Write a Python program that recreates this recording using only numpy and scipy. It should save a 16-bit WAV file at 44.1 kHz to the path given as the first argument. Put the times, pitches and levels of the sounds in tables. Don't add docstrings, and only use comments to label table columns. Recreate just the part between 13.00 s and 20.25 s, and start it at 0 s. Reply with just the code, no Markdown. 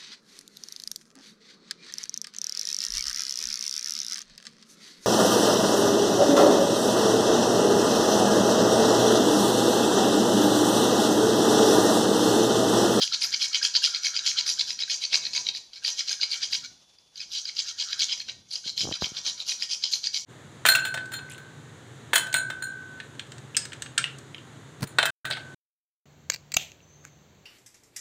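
import sys
import numpy as np
from scipy import signal
from scipy.fft import rfft, irfft, next_fast_len
from scipy.io import wavfile
from scipy.ndimage import uniform_filter1d, map_coordinates

SR = 44100
rng = np.random.default_rng(int(sys.argv[2]) if len(sys.argv) > 2 else 0)


def wav_record(signal):
    frames = np.transpose(np.atleast_2d(signal))
    bounded = np.clip(frames, -1, 1)
    quanta = np.round(bounded * 32767).astype(np.int16)
    wavfile.write(sys.argv[1], SR, quanta)


N = 319725
T = np.arange(N) / SR

# (frequency [Hz], relative density [dB per Hz])
HUSH_SPECTRUM = [(15, -67), (25, -11), (60, -11), (130, -11), (270, -15.5), (800, -14.5), (1800, -23),
                 (3300, -12.5), (4800, -11.5), (6400, -12.5), (8000, -28), (10500, -31), (15500, -48)]
# (frequency [Hz], rms level [dB])
WHINE_TONES = [(3456, -70.5), (3515, -79), (4651, -82), (5782, -83), (9243, -90), (9302, -87), (10433, -86),
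               (11628, -97), (12758, -92)]
# (time [s], room rumble [dB], low hum of the rubbed plate [dB])
UNDER_LEVELS = [(0,-70,-51),(.77,-72,-53),(1.41,-66.5,-49.5),(1.7,-71.5,-57.5),(2.36,-68,-68),(2.7,-72,-77),(3.01,-74,-58),(3.35,-74,-55.5),
                (3.74,-68,-65),(4.3,-74.5,-70),(4.97,-73,-50.5),(5.37,-62,-90),(5.57,-73,-66),(5.71,-59.5,-72),(5.96,-58,-59),(6.46,-71.5,-61),(7.25,-73,-67)]
# (start [s], rise [s], fall [s], level [dB], treble bite against that level [dB], favoured main mode [Hz])
NUT_STROKES = [(.007,0.018,0.027,-20.5,-23.5,3330),(.125,0.016,0.023,-20,-39,4100),(.216,0.012,0.037,-20,-23,4960),(0.321,.016,0.026,-22.5,-32,3180),
               (.409,0.019,0.038,-21.5,-23.5,3090),(0.532,0.018,0.029,-21.5,-35,3020),(0.626,0.021,0.029,-21,-25,3100),(0.746,0.013,0.024,-20,-41,4540),
               (.83,0.018,0.035,-19.5,-24.5,3040),(0.939,0.014,0.031,-25.5,-33,4700),(1.037,.019,0.037,-24,-24,4720),(1.146,0.0091,0.048,-24,-38,4500),
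               (1.249,0.019,0.041,-21,-26,3280),(1.367,0.014,0.038,-25,-37,4100),(1.467,0.03,0.03,-21.5,-22,4600),(1.587,0.018,0.022,-22,-35,2970),
               (1.674,0.029,0.032,-27.5,-24,3060),(1.792,0.02,0.028,-29,-31,4000),(1.897,0.022,0.032,-22.5,-27,2930),(2.009,0.024,0.031,-29,-30,4350),
               (2.119,0.02,0.039,-21.5,-28,3900),(2.229,0.029,0.03,-31.5,-27,4000),(2.337,0.025,0.037,-23,-27.5,4850),(2.458,0.037,.0087,-29,-35,3960),
               (2.537,0.019,0.032,-35.5,-26,3980),(2.736,.037,0.016,-40.5,-27,4330),(2.817,0.0068,.045,-69,-42,3770),(2.845,0.034,0.035,-23.5,-25.5,2860),
               (2.973,0.024,0.023,-25,-32,3260),(3.077,0.033,0.03,-22.5,-28.5,4300),(3.21,0.013,0.03,-24,-32,4670),(3.307,.025,0.032,-25,-26,4450),
               (3.413,.015,0.033,-24,-39,3050),(3.519,0.025,0.025,-23,-21.5,3200),(3.636,0.0075,0.025,-37.5,-28,4300),(4.162,0.055,0.029,-37,-27,2920),
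               (4.317,0.059,0.031,-29.5,-25,3830),(4.448,0.039,0.025,-32,-33,4400),(4.567,0.028,0.026,-25,-26,4100),(4.655,0.037,0.03,-32,-29,4050),
               (4.786,0.023,0.032,-25,-28.5,3440),(4.885,0.046,0.018,-29.5,-34,3900),(4.995,0.03,0.021,-20,-28,3520),(5.088,0.03,0.029,-25,-37,3280),
               (5.174,0.042,.0077,-37,-24,4200),(5.281,0.0037,0.031,-33.5,-36,2860),(5.51,0.042,0.029,-30.5,-24,4420),(5.649,0.041,0.018,-29,-31,4150),
               (5.779,0.035,0.038,-24.5,-25.5,3250),(5.913,0.039,0.019,-30.5,-35,3100),(6.01,0.034,0.034,-27,-28.5,3350),(6.147,0.039,0.018,-32,-28,3000),
               (6.251,0.029,0.034,-25,-26,4020),(6.379,0.034,0.016,-33.5,-26,3940),(6.473,0.029,0.029,-23,-23.5,3060),(6.601,0.029,0.021,-27.5,-28.5,4730),
               (6.698,0.027,0.031,-25.5,-22,4900),(6.827,.0061,0.046,-26,-35,3180),(6.917,0.026,0.029,-25.5,-19.5,3600),(7.039,0.019,0.024,-25.5,-37,4100),
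               (7.137,0.013,0.04,-25,-22,4600)]
# (frequency [Hz], width [Hz], relative level before weighting by width [dB])
HAND_MODES = [(334, 610, -7.5), (546, 1090, -5), (977, 23, 4.5)]
LOW_MODES = [(1396, 170, -40), (1616, 188, -26), (1868, 10, -21), (2246, 142, -16.5), (2526, 180, -14.5)]
MAIN_MODES = [(2859, 140, -4), (3185, 268, 1), (3527, 180, -3), (3929, 240, 2), (4212, 365, 2),
              (4510, 290, 0), (4806, 122, 4), (5058, 434, 2)]
UPPER_MODES = [(5490, 630, -11.5), (5705, 1070, -10.5), (5800, 62, 0), (6305, 420, -7.5), (7200, 83, -14.5),
               (6815, 510, -15), (7530, 220, -20)]
TOP_MODES = [(8680, 300, -70), (9330, 350, -26.5), (11020, 340, -31.5), (11500, 680, -34),
             (13800, 1000, -46.5), (14900, 900, -70)]
# (lead-in [s], share at the start [0-1], stretch of the fade [ratio], grip scatter [dB])
FAMILY_FOLLOW = [(0.0084, 0.49, 1.38, 4), (0.03, 0.13, 0.75, 7.5), (0.0087, 0.49, 0.78, 4.5),
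                 (0.014, 0.36, 1.64, 4.5), (0.0078, 0.58, 1.02, 7)]
# (lead-in [s], share at the start [0-1], stretch of the fade [ratio])
HUM_SWELL = (.02, 0.98, 1.5)
# (time [s], hand modes [dB], low modes [dB])
GRIP_LEVELS = [(0,-57,-46),(.6,-56,-32.5),(1.1,-58,-41),(1.8,-55,-39),(2.15,-50,-33.5),(2.5,-47,-36),(2.8,-57,-35.5),(3.5,-57,-38),
               (4.3,-59.5,-43.5),(5,-60.5,-40.5),(5.3,-43.5,-34),(5.6,-57.5,-44),(6.05,-44.5,-41.5),(6.5,-53,-37.5),(7.25,-60.5,-50)]
# (frequency [Hz], time to fall 60 dB [s])
KITCHEN_DECAY = [(300, 1), (2600, 0.29), (6000, 0.47), (12000, 0.55)]
# (time [s], peak [dB], favoured pitch [Hz], low modes against the rest [dB], rise [ms])
TOOTH_CATCHES = [(0.0147, -17.5, 4480, -16, 1.3), (0.0254, -23, 6270, -16, 1.8),
                 (0.0772, -16, 4700, -12, 0.5), (0.1343, -17, 3980, -13, 1.3),
                 (0.1414, -18, 4050, -10, 1.4), (0.218, -18, 4930, -9, 1.3),
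                 (0.2436, -14.5, 4860, -11, 1.2), (0.3276, -18.5, 4800, -12, 1.1),
                 (0.3414, -15.5, 5100, -18, 1.5), (0.418, -18, 5070, -12, 1.7),
                 (0.4424, -15.5, 4700, -17, 1.5), (0.545, -12, 3200, -10, 1.3),
                 (0.5526, -16.5, 4800, -12, 1.3), (0.6275, -12.5, 5140, -15, 1.7),
                 (0.6494, -11, 4420, -13, 1.6), (0.7515, -11, 4430, -15, 1), (0.7597, -9, 4600, -22, 1.1),
                 (0.8404, -8.5, 4980, -21, 1), (0.8474, -7, 5000, -14, 1.7), (0.947, -14, 4280, -24, 1.1),
                 (0.9604, -18, 4740, -12, 1.1), (0.966, -21, 3980, -9, 1.3),
                 (1.0333, -19.5, 5800, -17, 1.3), (1.0455, -15.5, 4950, -9, 1.6),
                 (1.0578, -16, 3230, -17, 2.1), (1.0666, -15, 4750, -4, 1.3), (1.0814, -18, 6140, -13, 1.3),
                 (1.1641, -13, 4700, -12.5, 1.14), (1.173, -14, 4670, -17, 0.93),
                 (1.191, -16, 3830, -16, 1.3), (1.2625, -11.5, 5100, -12, 1.5),
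                 (1.2754, -10.5, 4600, -13, 1.4), (1.314, -18.5, 3060, -8, 1.2),
                 (1.3878, -11, 4400, -15, 1), (1.4088, -14.5, 4680, -16, 1.2),
                 (1.4636, -18, 4840, -11, 1.5), (1.4902, -15, 4600, -10, 1.6),
                 (1.5956, -17.5, 3980, -17, 1.5), (1.6083, -14, 4060, -12, 1.5),
                 (1.7046, -14, 4830, -17, 1.3), (1.7898, -19.5, 4350, -14, 1.8),
                 (1.8225, -17, 3900, -12, 1.2), (1.8347, -17, 3930, -15, 1.5), (1.877, -33, 4900, -5, 1.3),
                 (1.8974, -17.5, 4200, -9, 2.3), (1.9454, -20, 4860, -16, 1.6),
                 (2.0376, -17, 4320, -14.5, 1.4), (2.0502, -16, 4570, -19, 1.5),
                 (2.1301, -16, 3880, 0, 1.3), (2.143, -9, 4450, -9, 0.98), (2.1561, -7.5, 4580, -14, 0.55),
                 (2.2523, -18, 4160, -17, 1.3), (2.2657, -19, 3880, -14, 1.3),
                 (2.3338, -20, 4830, -11, 1.1), (2.3501, -19, 4700, -11, 1.3),
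                 (2.3635, -16, 4640, -12, 0.98), (2.3768, -13, 4660, -10, 0.91),
                 (2.4672, -15, 3900, -16, 1.5), (2.4872, -12, 3900, -21, 1.7),
                 (2.5486, -24, 4700, -11, 1.3), (2.5696, -21, 4710, -12, 0.99),
                 (2.7327, -30.5, 4600, -20, 1.3), (2.8465, -15, 4600, -10.5, 2.1),
                 (2.8788, -14, 4920, -9.5, 0.84), (3.0064, -18, 4960, -12, 1.5),
                 (3.083, -20, 4000, -18, 1.6), (3.1274, -16.5, 4930, -21, 1.5),
                 (3.2117, -14, 4350, -18, 2.1), (3.2294, -12.5, 4760, -13.5, 1.6),
                 (3.3184, -21, 4760, -14, 2), (3.3296, -15, 4370, -24, 1.9), (3.4298, -19, 4900, -11, 1.5),
                 (3.528, -17, 4900, -12, 1.3), (3.5314, -14, 4980, -13, 1.3), (3.5497, -14, 4380, -15, 1.6),
                 (3.985, -43.5, 4840, -17, 1.6), (4.157, -34.5, 4900, -25, 1.5),
                 (4.2027, -24, 4890, -9, 1.8), (4.2125, -24, 4830, -9.5, 1.8), (4.374, -24, 3950, -20, 2.3),
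                 (4.454, -21.5, 4760, -19, 1.4), (4.4947, -23, 4730, -7, 1), (4.566, -24.5, 4630, -27, 1.6),
                 (4.59, -13, 4740, -24, 1.3), (4.5998, -15, 4680, -16, 1.6), (4.6858, -23, 4840, -14, 0.69),
                 (4.7983, -21.5, 4870, -10, 1.3), (4.9296, -16.5, 3860, -12.5, 1.4),
                 (5.0067, -17, 4680, -10.5, 1.4), (5.0206, -23, 4220, -15, 1.4),
                 (5.031, -15.5, 4320, -22, 0.82), (5.1264, -20, 5000, -14, 2.1),
                 (5.2015, -21.5, 4140, -15, 1.5), (5.2862, -29, 3820, -16, 1.3),
                 (5.2954, -20.5, 3920, -14, 1.2), (5.5114, -26.5, 5000, -23, 1.9),
                 (5.5557, -18, 4880, -26, 1.4), (5.6747, -22.5, 4160, -15, 1.5),
                 (5.7773, -16, 4220, -16.5, 1.8), (5.8064, -15, 4420, -12, 1.3),
                 (5.9247, -20.5, 3300, -10, 1.3), (5.9387, -19.5, 4000, -23, 1.3),
                 (6.043, -15, 3380, -11.5, 1.2), (6.168, -19, 3530, -17, 1.4),
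                 (6.2637, -16, 4950, -15, 1.3), (6.2764, -18, 4640, -16, 0.95),
                 (6.402, -19, 3930, -24, 1.3), (6.4928, -17.5, 4560, -14, 1.4),
                 (6.5194, -22, 4830, -2, 1.3), (6.623, -14, 4700, -12, 0.91), (6.7307, -14, 4950, -37, 1.6),
                 (6.838, -13, 4040, -17.5, 1.1), (6.9344, -12.5, 4260, -19, 2.1),
                 (6.9436, -21, 5000, -15, 1), (7.0408, -19.5, 4700, -18, 1.3),
                 (7.0708, -13, 4750, -16, 0.97), (7.1442, -12, 4600, -18, 1.3),
                 (7.1634, -18, 4760, -20, 1.8), (7.173, -18, 4500, -17, 1.1)]
# (time [s], peak [dB], frequency [Hz])
STICKING_SQUAWKS = [(0.1176, -39, 1355), (0.2475, -39, 1376), (0.514, -46, 1330), (0.615, -31, 1614),
                    (0.82, -39, 1610), (0.8733, -34, 1403), (1.147, -42, 1480), (1.3638, -42, 1540),
                    (1.463, -41, 1650), (1.5778, -45, 1580), (1.8781, -41.5, 1570), (2.1423, -36, 1700),
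                    (2.822, -48, 1600), (3.196, -42.5, 1565), (3.348, -47, 1590), (3.5009, -53, 1670),
                    (3.6481, -44, 1483), (4.9294, -36.5, 1627), (5.0888, -48, 1490), (5.2844, -43, 1550),
                    (5.6394, -50, 1530), (6.023, -42, 1630)]
# (time [s], peak [dB], width at half height [ms])
CAMERA_NUDGES = [(5.662, -38, 1.04), (5.808, -42, 1.1), (5.816, -42, 2.3), (5.834, -32, 1.1),
                 (5.845, -27, 0.92), (5.8515, -29, 1), (5.8541, -24.5, 0.57), (5.8683, -32, 1.7),
                 (5.873, -26, 0.5), (5.8756, -23.5, 0.57), (5.8877, -28, 0.46), (5.8914, -23, 0.65),
                 (5.9137, -22.5, 0.49), (5.9199, -27.5, 0.67), (5.923, -30, .8), (6.0224, -15.5, 0.38),
                 (6.0276, -30, 1.4), (6.033, -42, 3), (6.0455, -36, 1.3), (6.0692, -36, 0.57),
                 (6.119, -35, 1.3)]

USUAL_DB, USUAL_BITE_DB = -26, -30
HAND_FOLLOWS, LOW_FOLLOWS, UPPER_FOLLOWS = 0.97, 0.76, 1
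UPPER_DB, UPPER_BITES = -33, 0.32
LOW_FAVOURED_HZ = 2257
HUM_SCATTER_DB = 4.5
ROW_S, ROW_SCATTER = 0.012, 0.3
SMALL_DB, SMALL_SCATTER_DB = -2, 2
SMALL_HZ, SMALL_HZ_SCATTER = 4650, 0.11
SMALL_MS, SMALL_MS_SCATTER = 1.14, 0.87
SMALL_LOW_DB = -16
RING_DB, RING_T60_S = -27.5, 0.36
LOW_RING = 0.36
PRESSED_HZ_SCATTER = 0.012
SQUAWK_MS = 3
TOP_HZ = 15600


def amp(db):
    return 10 ** (np.asarray(db) / 20)


def unit(x):
    return x / np.sqrt(np.mean(x ** 2) + 1e-20)


def along(points, hz):
    f, value = np.transpose(points)
    return np.interp(np.log(hz + 1), np.log(f + 1), value)


def filtered(x, response):
    m = next_fast_len(N + 8192)
    hz = np.fft.rfftfreq(m, 1 / SR)
    return irfft(rfft(x, m) * response(hz), m)[..., :N]


def wobble(rate):
    knots = rng.standard_normal(int(N * rate / SR) + 4)
    return 2 * np.tanh(map_coordinates(knots, [T * rate]) / 2)


def ring(force, hz, width_hz):
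    r = np.exp(-np.pi * np.sqrt(2) * width_hz / SR)
    w = 2 * np.pi * hz / SR
    section = [1, 0, -1, 1, -2 * r * np.cos(w), r * r]
    energy = np.linalg.norm(signal.sosfilt([section] * 2, signal.unit_impulse(2048)))
    return signal.sosfilt([section] * 2, force) / energy


def swells(lead_s, start, stretch):
    for s, rise, fall in np.array(NUT_STROKES)[:, :3]:
        first = max(0, round((s - 0.05) * SR))
        t = T[first:round((s + rise + 4 * fall) * SR)] - s
        creeping = start * np.exp(np.minimum(t, 0) / lead_s)
        swelling = start + (1 - start) * t / rise
        growing = np.where(t < 0, creeping, swelling)
        fading = np.exp(-((t - rise) / (stretch * fall)) ** 2)
        yield first, np.where(t < rise, growing, fading)


def background():
    noise = rng.standard_normal(N)
    hush = unit(filtered(noise, lambda hz: amp(along(HUSH_SPECTRUM, hz))))
    tones = np.zeros(N)
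    for hz, db in WHINE_TONES:
        drift = np.cumsum(rng.standard_normal(N)) * 0.00059
        tones += amp(db + 3.0) * np.sin(2 * np.pi * (hz * T + drift))
    return amp(-63.0 + 2.7 * wobble(39)) * hush + tones


def under():
    s, rumble_db, hum_db = np.transpose(UNDER_LEVELS)
    rumble = ring(amp(6.0 * wobble(5)) * rng.standard_normal(N), 103, 130)
    rubbing = np.zeros(N)
    for first, shape in swells(*HUM_SWELL):
        rubbing[first:first + len(shape)] += shape
    hum = np.zeros(N)
    for hz, width, _ in LOW_MODES[:2]:
        push = rubbing * amp(HUM_SCATTER_DB * wobble(30)) * rng.standard_normal(N)
        hum += ring(push, hz, width)
    rumble_gain = amp(np.interp(T, s, rumble_db))
    hum_gain = amp(np.interp(T, s, hum_db))
    return rumble_gain * unit(rumble) + hum_gain * unit(hum)


def family_levels():
    s, _, _, level, bite, _ = np.transpose(NUT_STROKES)
    t, hand_db, low_db = np.transpose(GRIP_LEVELS)
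    over = level - USUAL_DB
    hand = np.interp(s, t, hand_db) + HAND_FOLLOWS * over
    low = np.interp(s, t, low_db) + LOW_FOLLOWS * over
    upper = UPPER_DB + UPPER_FOLLOWS * over + UPPER_BITES * (bite - USUAL_BITE_DB)
    return hand, low, level, upper, level + bite


def rasp(rate=1100, spread_db=1.5, grit_db=-6.5, contact_s=0.0005, favour_db=6, focus=0.045):
    hits = rng.random(N) < rate / SR
    size = hits * amp(spread_db * np.minimum(rng.exponential(size=N), 3.5))
    size = unit(uniform_filter1d(size, max(1, round(contact_s * SR))))
    contacts = np.hypot(size, amp(grit_db))
    main_hz = np.array(NUT_STROKES)[:, -1]
    families = (HAND_MODES, LOW_MODES, MAIN_MODES, UPPER_MODES, TOP_MODES)
    out = np.zeros(N)
    for level, family, (*timing, grip_db) in zip(family_levels(), families, FAMILY_FOLLOW):
        shapes = list(swells(*timing))
        hz, width, db = np.transpose(family)
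        near = 0
        for best in (LOW_FAVOURED_HZ, main_hz):
            near = near + np.exp(-(np.log(hz[:, None] / best) / focus) ** 2)
        share = (amp(db) * np.sqrt(width))[:, None] * amp(favour_db * near)
        gains = share / np.linalg.norm(share, axis=0) * amp(level)
        for mode_hz, mode_width, stroke_gains in zip(hz, width, gains):
            push = np.zeros(N)
            for (first, shape), gain in zip(shapes, stroke_gains):
                push[first:first + len(shape)] += gain * shape
            grip = unit(amp(grip_db * wobble(35)))
            out += ring(push * contacts * grip * rng.standard_normal(N), mode_hz, mode_width)
    return out


def kitchen(x, size=SR // 5):
    out = np.zeros(N + 2 * SR)
    for first in range(0, N, size):
        hz, t, z = signal.stft(rng.standard_normal(SR * 3 // 4), SR, nperseg=256)
        decay = amp(-60 * t / along(KITCHEN_DECAY, hz)[:, None])
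        tail = signal.istft(z * decay, SR, nperseg=256)[1]
        answer = signal.fftconvolve(x[first:first + size], tail / np.linalg.norm(tail))
        out[first + 200:][:len(answer)] += answer
    return out[:N]


def small_catches(count=5):
    s, rise, fall, level = np.repeat(np.array(NUT_STROKES)[:, :4], count, axis=0).T
    jitter, size, pitch, length = rng.standard_normal((len(s), 4)).T
    row = np.arange(len(s)) % count
    t = ROW_S * (row + 0.5 + ROW_SCATTER * jitter)
    fade_db = -8 * (np.maximum(t - rise, 0) / fall) ** 2
    peak_db = level + SMALL_DB + fade_db + SMALL_SCATTER_DB * size
    hz = SMALL_HZ * np.exp(SMALL_HZ_SCATTER * pitch)
    ms = SMALL_MS * np.exp(SMALL_MS_SCATTER * length)
    return np.transpose([np.abs(s + t), peak_db, hz, np.full(len(s), SMALL_LOW_DB), ms])


def catches(focus=0.049, floor=0.23):
    hz, width, db = np.transpose(LOW_MODES + MAIN_MODES + UPPER_MODES)
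    low = np.arange(len(hz)) < len(LOW_MODES)
    out = np.zeros(N + SR)
    t = np.arange(SR // 8) / SR
    after = amp(RING_DB - 60 * t / RING_T60_S) * (1 - np.exp(-t / 0.006))
    for s, peak_db, pitch, low_db, ms in [*TOOTH_CATCHES, *small_catches()]:
        level_chance, phase_chance, hz_chance = rng.standard_normal((3, len(hz)))
        near = np.exp(-(np.log(hz / pitch) / focus) ** 2)
        g = amp(1.47 * db + 5.3 * level_chance) * (floor + near)
        low_g = amp(low_db) * g / np.linalg.norm(g[low])
        g = np.where(low, low_g, g / np.linalg.norm(g[~low]))
        pressed_hz = hz * (1 + PRESSED_HZ_SCATTER * hz_chance)
        modes = np.sin(2 * np.pi * (pressed_hz[:, None] * t + phase_chance[:, None]))
        u = t * 1000 / ms
        sound = (g @ modes) * u * np.exp(1 - u)
        sound += (g ** 2 + LOW_RING * low * g) @ modes * after
        out[round(s * SR):][:len(t)] += amp(peak_db) * sound / np.abs(sound).max()
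    return out[:N]


def squawks():
    out = np.zeros(N + SR)
    t = np.arange(SR // 20) / SR
    u = t * 1000 / SQUAWK_MS
    for s, db, hz in STICKING_SQUAWKS:
        out[round(s * SR):][:len(t)] += amp(db) * u * np.exp(1 - u) * np.sin(2 * np.pi * hz * t)
    return out[:N]


def nudges():
    push, rock = np.zeros((2, N))
    for s, db, ms in CAMERA_NUDGES:
        pulse = np.exp(-((T - s) * 1000 / (0.6 * ms)) ** 2)
        push += amp(db) * pulse
        rock += amp(2 * db + 23) * pulse

    def housing(hz):
        return (1j * hz) ** 2 / ((1j * hz) ** 2 + 1j * hz * 110 + 125 ** 2)

    def mount(hz):
        return -1j * hz * 30 / (72 ** 2 - hz * hz + 1j * hz * 30)

    return filtered(push, housing) + filtered(rock, mount)


def scene():
    grater = amp(-4.0) * rasp() + catches() + squawks()
    answer = amp(-8.5) * kitchen(grater)
    return (grater + answer + under() + nudges() + background())[None]


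def record(dry):
    def microphone(hz):
        bass_cut = (1j * hz) ** 2 / ((1j * hz) ** 2 + 1j * hz * 55 + 42 ** 2)
        return bass_cut * (hz < TOP_HZ)

    return filtered(dry, microphone)


dry = scene()
out = record(dry)
wav_record(out)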